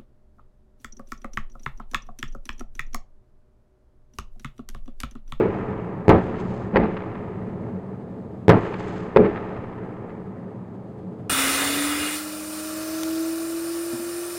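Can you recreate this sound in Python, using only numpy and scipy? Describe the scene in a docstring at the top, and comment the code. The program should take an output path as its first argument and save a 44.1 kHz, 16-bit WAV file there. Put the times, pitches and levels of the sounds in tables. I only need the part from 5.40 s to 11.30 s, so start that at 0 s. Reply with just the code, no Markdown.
"""Hard gun reports crack and boom across a quiet town at night, heard from a balcony.
About .7 s after each report a second boom comes from farther off. Every blast is a pressure pulse repeated
by nearby walls, then noise shaped into a flurry, street scatter, slaps off far facades and a long roll.
A steady rumble, faint hiss, a soft thud and dull swells of very distant guns are shaped noise too.
Peaks above full scale overload the microphone and clip hard."""
import sys
import numpy as np
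from scipy import signal
from scipy.fft import rfft, irfft, next_fast_len
from scipy.io import wavfile
from scipy.ndimage import uniform_filter1d

SR = 44100
rng = np.random.default_rng(int(sys.argv[2]) if len(sys.argv) > 2 else 0)


def dump_mix(stems):
    """Bounce the given channels to the path in sys.argv[1] as a 16-bit WAV at rate SR."""
    frames = np.atleast_2d(stems).T  # one column per channel
    limited = np.clip(frames, -1, 1)  # hard clip at full scale
    pcm = np.round(limited * 32767).astype(np.int16)
    wavfile.write(sys.argv[1], SR, pcm)


N = 260011
TIME = np.arange(N) / SR
GRID_HZ = np.geomspace(10, SR / 2, 900)

FIRST_S, SECOND_S = .6817, 3.0821  # times of the two hard reports in the table below
# hard reports, after an earlier one heard only as a roll under way: (time [s], blast level [dB],
# crack tilt [dB/octave], street scatter level [dB], body frequency [Hz], body level [dB],
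# long roll level [dB], roll tilt [dB/octave], bearing [-1 to 1])
REPORTS = [(-0.86, 0, 0, -12, 200, 0, -18.5, -0.1, 0),
           (FIRST_S, 2.86, 0.22, -11, 420, 1.3, -26.5, -1.42, -0.76),
           (SECOND_S, 6.1, 1.34, -12, 320, 1.2, -27, 0.55, 1)]
# booms that follow the reports: same columns
BOOMS = [(-.07, -9, 10, -12.5, 400, 4.6, -31, 0, -1), (1.3593, 1.5, 3, -16, 163.6, 2.44, -32, 0.028, -0.9),
         (3.762, 2, 1.5, -13, 430, 8.2, -30.5, 0.089, 1)]
# spectrum of the booms: (frequency [Hz], relative density [dB per Hz])
BOOM_COLOUR = [(20, -24.5), (50, -3.5), (100, -7), (200, 4), (420, -1.5), (520, -3), (660, -8), (900, -9),
               (1500, -15), (2300, -20), (3200, -34.5), (4800, -45.5), (7000, -66.5), (14000, -95)]
# spectrum of the town's rumble, also used for the far guns: (frequency [Hz], relative density [dB per Hz])
TOWN_COLOUR = [(20, -23.5), (55, -27.5), (95, -2.5), (190, -1), (290, -6), (440, -12), (620, -16),
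               (1000, -24), (1800, -39), (2800, -46), (5000, -54), (8000, -57.5), (12000, -66),
               (16000, -70)]


def amp(db):
    """Decibels to gain."""
    return 10 ** (np.asarray(db) / 20)


def unit(x):
    """Scales to an rms of one."""
    return x / np.sqrt(np.mean(x ** 2) + 1e-20)


def read(points, hz):
    """Joins table points on a log-frequency axis."""
    f, value = np.transpose(points)
    return np.interp(np.log(hz + 1), np.log(f + 1), value)


def add(mix, s, sound):
    """Mixes a sound in at time s, which may lie before the start."""
    at = round(s * SR)
    sound = sound[max(-at, 0):]
    part = mix[max(at, 0):][:len(sound)]
    part += sound[:len(part)]


def heard_db(colour, hz, bright_db=0, body_hz=400, body_db=0):
    """A spectrum tilted about 500 Hz, with a broad body and the balcony's resonances added."""
    # resonances and notches of balcony and microphone port: (centre [Hz], width [Hz], level [dB])
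    balcony = [(87, 9.7, 0), (120.5, 13.3, 4.5), (151.3, 20, -6), (184.4, 16.6, 8), (238.4, 7, 3.5),
               (269, 31, -5.5), (332, 16, 1.5), (427, 33.5, 7.5), (489, 12, -4), (541, 27, 4),
               (600, 13, -3), (674, 270, 1), (868, 28, 3.5), (1110, 120, -2.5), (1229, 160, 3),
               (1466, 86, -4), (1800, 77, 3.1), (5690, 270, -12.5), (7160, 73, -9)]
    ring = sum(db / (1 + (2 * (GRID_HZ - f) / width) ** 2) for f, width, db in balcony)
    tilt = bright_db * np.log2(np.maximum(GRID_HZ, 250) / 500)  # flat below 250 Hz
    body = body_db * np.exp(-(2 * np.log2(GRID_HZ / body_hz)) ** 2)
    return np.interp(hz, GRID_HZ, read(colour, GRID_HZ) + tilt + body + ring)


def pulse(colour, edge_hz, shade=(), size=8192):
    """One causal pressure pulse of peak one, dulled above edge_hz by its path."""
    hz = abs(np.fft.fftfreq(size, 1 / SR))
    gain = amp(heard_db(colour, hz, *shade)) / (1 + (hz / edge_hz) ** 2)
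    # minimum phase: the energy comes as early as this spectrum allows
    spectrum = np.exp(np.conj(signal.hilbert(np.log(gain + 1e-6))))
    wave = np.fft.ifft(spectrum).real[:size // 2]
    return wave / abs(wave).max()


def drift(size, smooth_s):
    """Smooth random wandering with an rms of one."""
    span = max(int(smooth_s * SR), 2)
    smooth = uniform_filter1d(rng.standard_normal(size), span, mode="wrap")
    return unit(uniform_filter1d(smooth, span, mode="wrap"))


def echoes(size, colour, shade=(), clump_db=0, clump_s=.004):
    """Countless overlapping arrivals: noise in clumps, given a spectrum and an rms of one."""
    arrivals = rng.standard_normal(size) * amp(clump_db * drift(size, clump_s))
    fast = next_fast_len(size)
    hz = np.fft.rfftfreq(fast, 1 / SR)
    coloured = rfft(arrivals, fast) * amp(heard_db(colour, hz, *shade))
    return unit(irfft(coloured, fast)[:size])


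def town():
    """The steady rumble of the night: low-coloured noise at a constant level."""
    return amp(-36.5) * echoes(N, TOWN_COLOUR, clump_db=-0.8, clump_s=0.025)


def roll(build_s=0.037):
    """All reports and booms feed one long echo over the town; the air takes its treble first."""
    # spectrum of the roll: (frequency [Hz], relative density [dB per Hz])
    roll_colour = [(20, -6), (55, -6.5), (110, -1), (220, -0.5), (400, -2), (620, -9.5), (1000, -10),
                   (1500, -16), (2100, -19.5), (3000, -28), (4500, -42), (7000, -49), (14000, -77)]
    # decay of the roll: (frequency [Hz], time to fall 60 dB [s])
    roll_t60 = [(40, 4.4), (150, 6.4), (450, 6), (1000, 5.47), (2000, 4.29), (3500, 2.6), (7000, 3.3)]
    wash = echoes(N, roll_colour, clump_db=1.4, clump_s=.005)
    hz, t, bands = signal.stft(wash, SR, nperseg=1024)
    t60 = read(roll_t60, hz)[:, None]
    octaves = np.log2(np.clip(hz, 150, 3000) / 500)[:, None]
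    power = 0
    for s, *_, roll_db, tilt_db, _ in REPORTS + BOOMS:
        age = np.maximum(t - s, 0)
        decay = amp(roll_db + tilt_db * octaves - 60 * age / t60)
        build = 1 - np.exp(-age / build_s)
        power = power + (decay * build) ** 2
    return signal.istft(bands * np.sqrt(power), SR, nperseg=1024)[1][:N]


def shots(rows, paths, colour, onset_s, length_s, hold, dull_db, flurry_s, swing_s, flurry_db):
    """Each blast arrives by a few wall paths, then as a bright close flurry and duller street scatter."""
    out, t = np.zeros(N), TIME[:SR // 2]
    for s, blast_db, crack_db, scatter_db, body_hz, body_db, *_, bearing in rows:
        for delay, db, edge_hz in paths:
            blast = -amp(blast_db + db) * pulse(colour, edge_hz, (crack_db, body_hz, body_db))
            add(out, s + delay, blast)
        age = t / (flurry_s + swing_s * bearing)  # 1 at the flurry's peak
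        flurry = amp(blast_db + flurry_db) * (age * np.exp(1 - age)) ** 8
        add(out, s, flurry * echoes(len(t), colour, (crack_db / 2 + 1.17,), clump_db=6, clump_s=0.003))
        # the scatter builds up, holds while nearby blocks answer, then drops away
        build = 1 - np.exp(-(t / onset_s) ** 2)
        scatter = amp(scatter_db - 20 * (t / length_s) ** hold) * build
        shade = (dull_db, body_hz, body_db)
        add(out, s, scatter * echoes(len(t), colour, shade, clump_db=1.0, clump_s=.003))
    return out


def booms():
    """The farther shots, reaching the balcony past walls on another side."""
    # paths past nearby walls: (delay [s], level [dB], treble edge [Hz])
    boom_paths = [(0, -3, 4800), (.002, -2, 2800), (.0098, -6.5, 1650), (0.013, -19, 1200),
                  (.034, -17, 400)]
    return shots(BOOMS, boom_paths, BOOM_COLOUR, onset_s=0.014, length_s=.18, hold=2.24,
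                 dull_db=-2, flurry_s=0.0098, swing_s=0, flurry_db=-13)


def slaps(rows, facades, dull_db, rise_share):
    """Each far facade returns a soft crack and short smear; the gun's bearing shifts the delay."""
    # spectrum of a slap: (frequency [Hz], relative density [dB per Hz])
    slap_colour = [(60, -27), (400, 2.5), (1200, 4), (2200, -1), (3500, -15), (5200, -28.5), (8000, -56),
                   (14000, -84)]
    out, t = np.zeros(N), TIME[:SR // 4]
    crack = pulse(slap_colour, 4000)
    for s, blast_db, *_, bearing in rows:
        for delay, swing, crack_db, smear_db, t60 in facades:
            arrival = s + delay + swing * bearing
            add(out, arrival, amp(blast_db + crack_db) * crack)
            build = 1 - np.exp(-(t / (rise_share * t60)) ** 2)
            smear = amp(blast_db + smear_db - 60 * t / t60) * build
            add(out, arrival, smear * echoes(len(t), slap_colour, (dull_db,), clump_db=6.0, clump_s=.003))
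    return out


def boom_slaps():
    """The same far facades reflect every boom."""
    # facades: (delay [s], extra delay per unit of bearing [s], crack re blast [dB],
    # smear re blast [dB], smear time to fall 60 dB [s])
    boom_facades = [(.064, .005, -33, -25.5, 0.2), (0.204, -.0055, -21.5, -28.5, 0.066),
                    (.221, -0.02, -34, -32, 0.099), (.387, -.001, -37, -38, 0.083),
                    (0.4, .0045, -27, -38, 0.065), (.564, .002, -38, -50, 0.11), (.93, .002, -40, -47, .15)]
    return slaps(BOOMS, boom_facades, dull_db=-3.0, rise_share=0.027)


def reports():
    """The hard shots, each a blast repeated by nearby walls and scattered by the streets."""
    # paths past nearby walls: (delay [s], level [dB], treble edge [Hz])
    report_paths = [(0, 0, 1070), (.0096, -3.5, 940), (0.012, 2.5, 1540), (.018, 0.5, 2550),
                    (0.0227, -6, 3400), (.0285, -9, 2843), (0.051, -7, 1800)]
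    # spectrum of the reports: (frequency [Hz], relative density [dB per Hz])
    report_colour = [(20, -11.5), (55, -10.5), (100, 1), (220, -1.5), (430, -3.5), (620, -8.5), (900, -7),
                     (1500, -15), (2100, -20.5), (3000, -33), (4500, -43.5), (7000, -60.5), (14000, -83)]
    return shots(REPORTS, report_paths, report_colour, onset_s=0.016, length_s=0.14, hold=2.94,
                 dull_db=-2.2, flurry_s=0.025, swing_s=-0.00015, flurry_db=-13.5)


def humps(rows, start=0):
    """A gain curve made of bell-shaped swells."""
    return sum(amp(db) * np.exp(-.5 * ((TIME - start - s) / half) ** 2) for s, db, half in rows)


def hiss():
    """Faint grainy noise swells behind the last two reports, more so after the brighter one."""
    # swells: (time after the report [s], level behind the last report [dB], half length [s])
    hiss_swells = [(.17, -59.5, 0.039), (.32, -52, 0.0074), (.44, -56.5, 0.11)]
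    # spectrum of the hiss: (frequency [Hz], relative density [dB per Hz])
    hiss_colour = [(1000, -23), (2800, -1), (5000, -7.5), (7300, -9.5), (9000, -24), (12000, -44),
                   (16000, -47)]
    last_crack_db = REPORTS[-1][2]
    gain = 0
    for s, _, crack_db, *_ in REPORTS[1:]:
        gain = gain + humps(hiss_swells, s) * amp(3.3 * (crack_db - last_crack_db))
    grains = amp(.8 * drift(N, 0.011))
    return gain * grains * echoes(N, hiss_colour, clump_db=2.5, clump_s=0.0018)


def report_slaps():
    """The same far facades reflect every hard report."""
    # facades: (delay [s], extra delay per unit of bearing [s], crack re blast [dB],
    # smear re blast [dB], smear time to fall 60 dB [s])
    report_facades = [(.262, -0.011, -41, -42, 0.17), (.315, 0.0067, -32, -48.5, 0.18)]
    return slaps(REPORTS, report_facades, dull_db=3.5, rise_share=0.026)


def thud():
    """A short, soft swell of boom-coloured noise that runs into one of the booms."""
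    # swell: (time [s], level [dB], half length [s])
    thud_swell = [(1.358, -21, 0.015)]
    return humps(thud_swell) * echoes(N, BOOM_COLOUR, (-1.5, 200, 3), clump_db=-2.5, clump_s=.003)


def far_guns(rise_s=0.21):
    """Guns so far off that each is only dull noise that swells, then sinks more slowly."""
    # very distant shots: (time [s], peak level [dB])
    far_shots = [(1.879, -32), (2.58, -39.5), (4.25, -53.5), (5.5, -40.5)]
    gain = 0
    for s, db in far_shots:
        age = np.maximum(TIME - s, 0) / rise_s
        gain = gain + amp(db) * age * np.exp(1 - age)
    return gain * echoes(N, TOWN_COLOUR, (-1.5,), clump_db=2.0, clump_s=0.022)


def scene():
    """Reports, booms and their echoes over the town, in one channel."""
    background = town() + roll() + far_guns()
    blasts = booms() + reports() + thud()
    trails = boom_slaps() + report_slaps() + hiss()
    return (background + blasts + trails)[None]


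def record(dry):
    """The microphone overloads: hard clipping at full scale, then a low-pass at the band limit."""
    clipped = np.clip(dry, -1, 1)
    band_limit = signal.firwin(511, 16200, window=("kaiser", 9), fs=SR)  # edge in Hz
    return signal.oaconvolve(clipped, band_limit[None], "same")


dry = scene()
out = record(dry)
dump_mix(out)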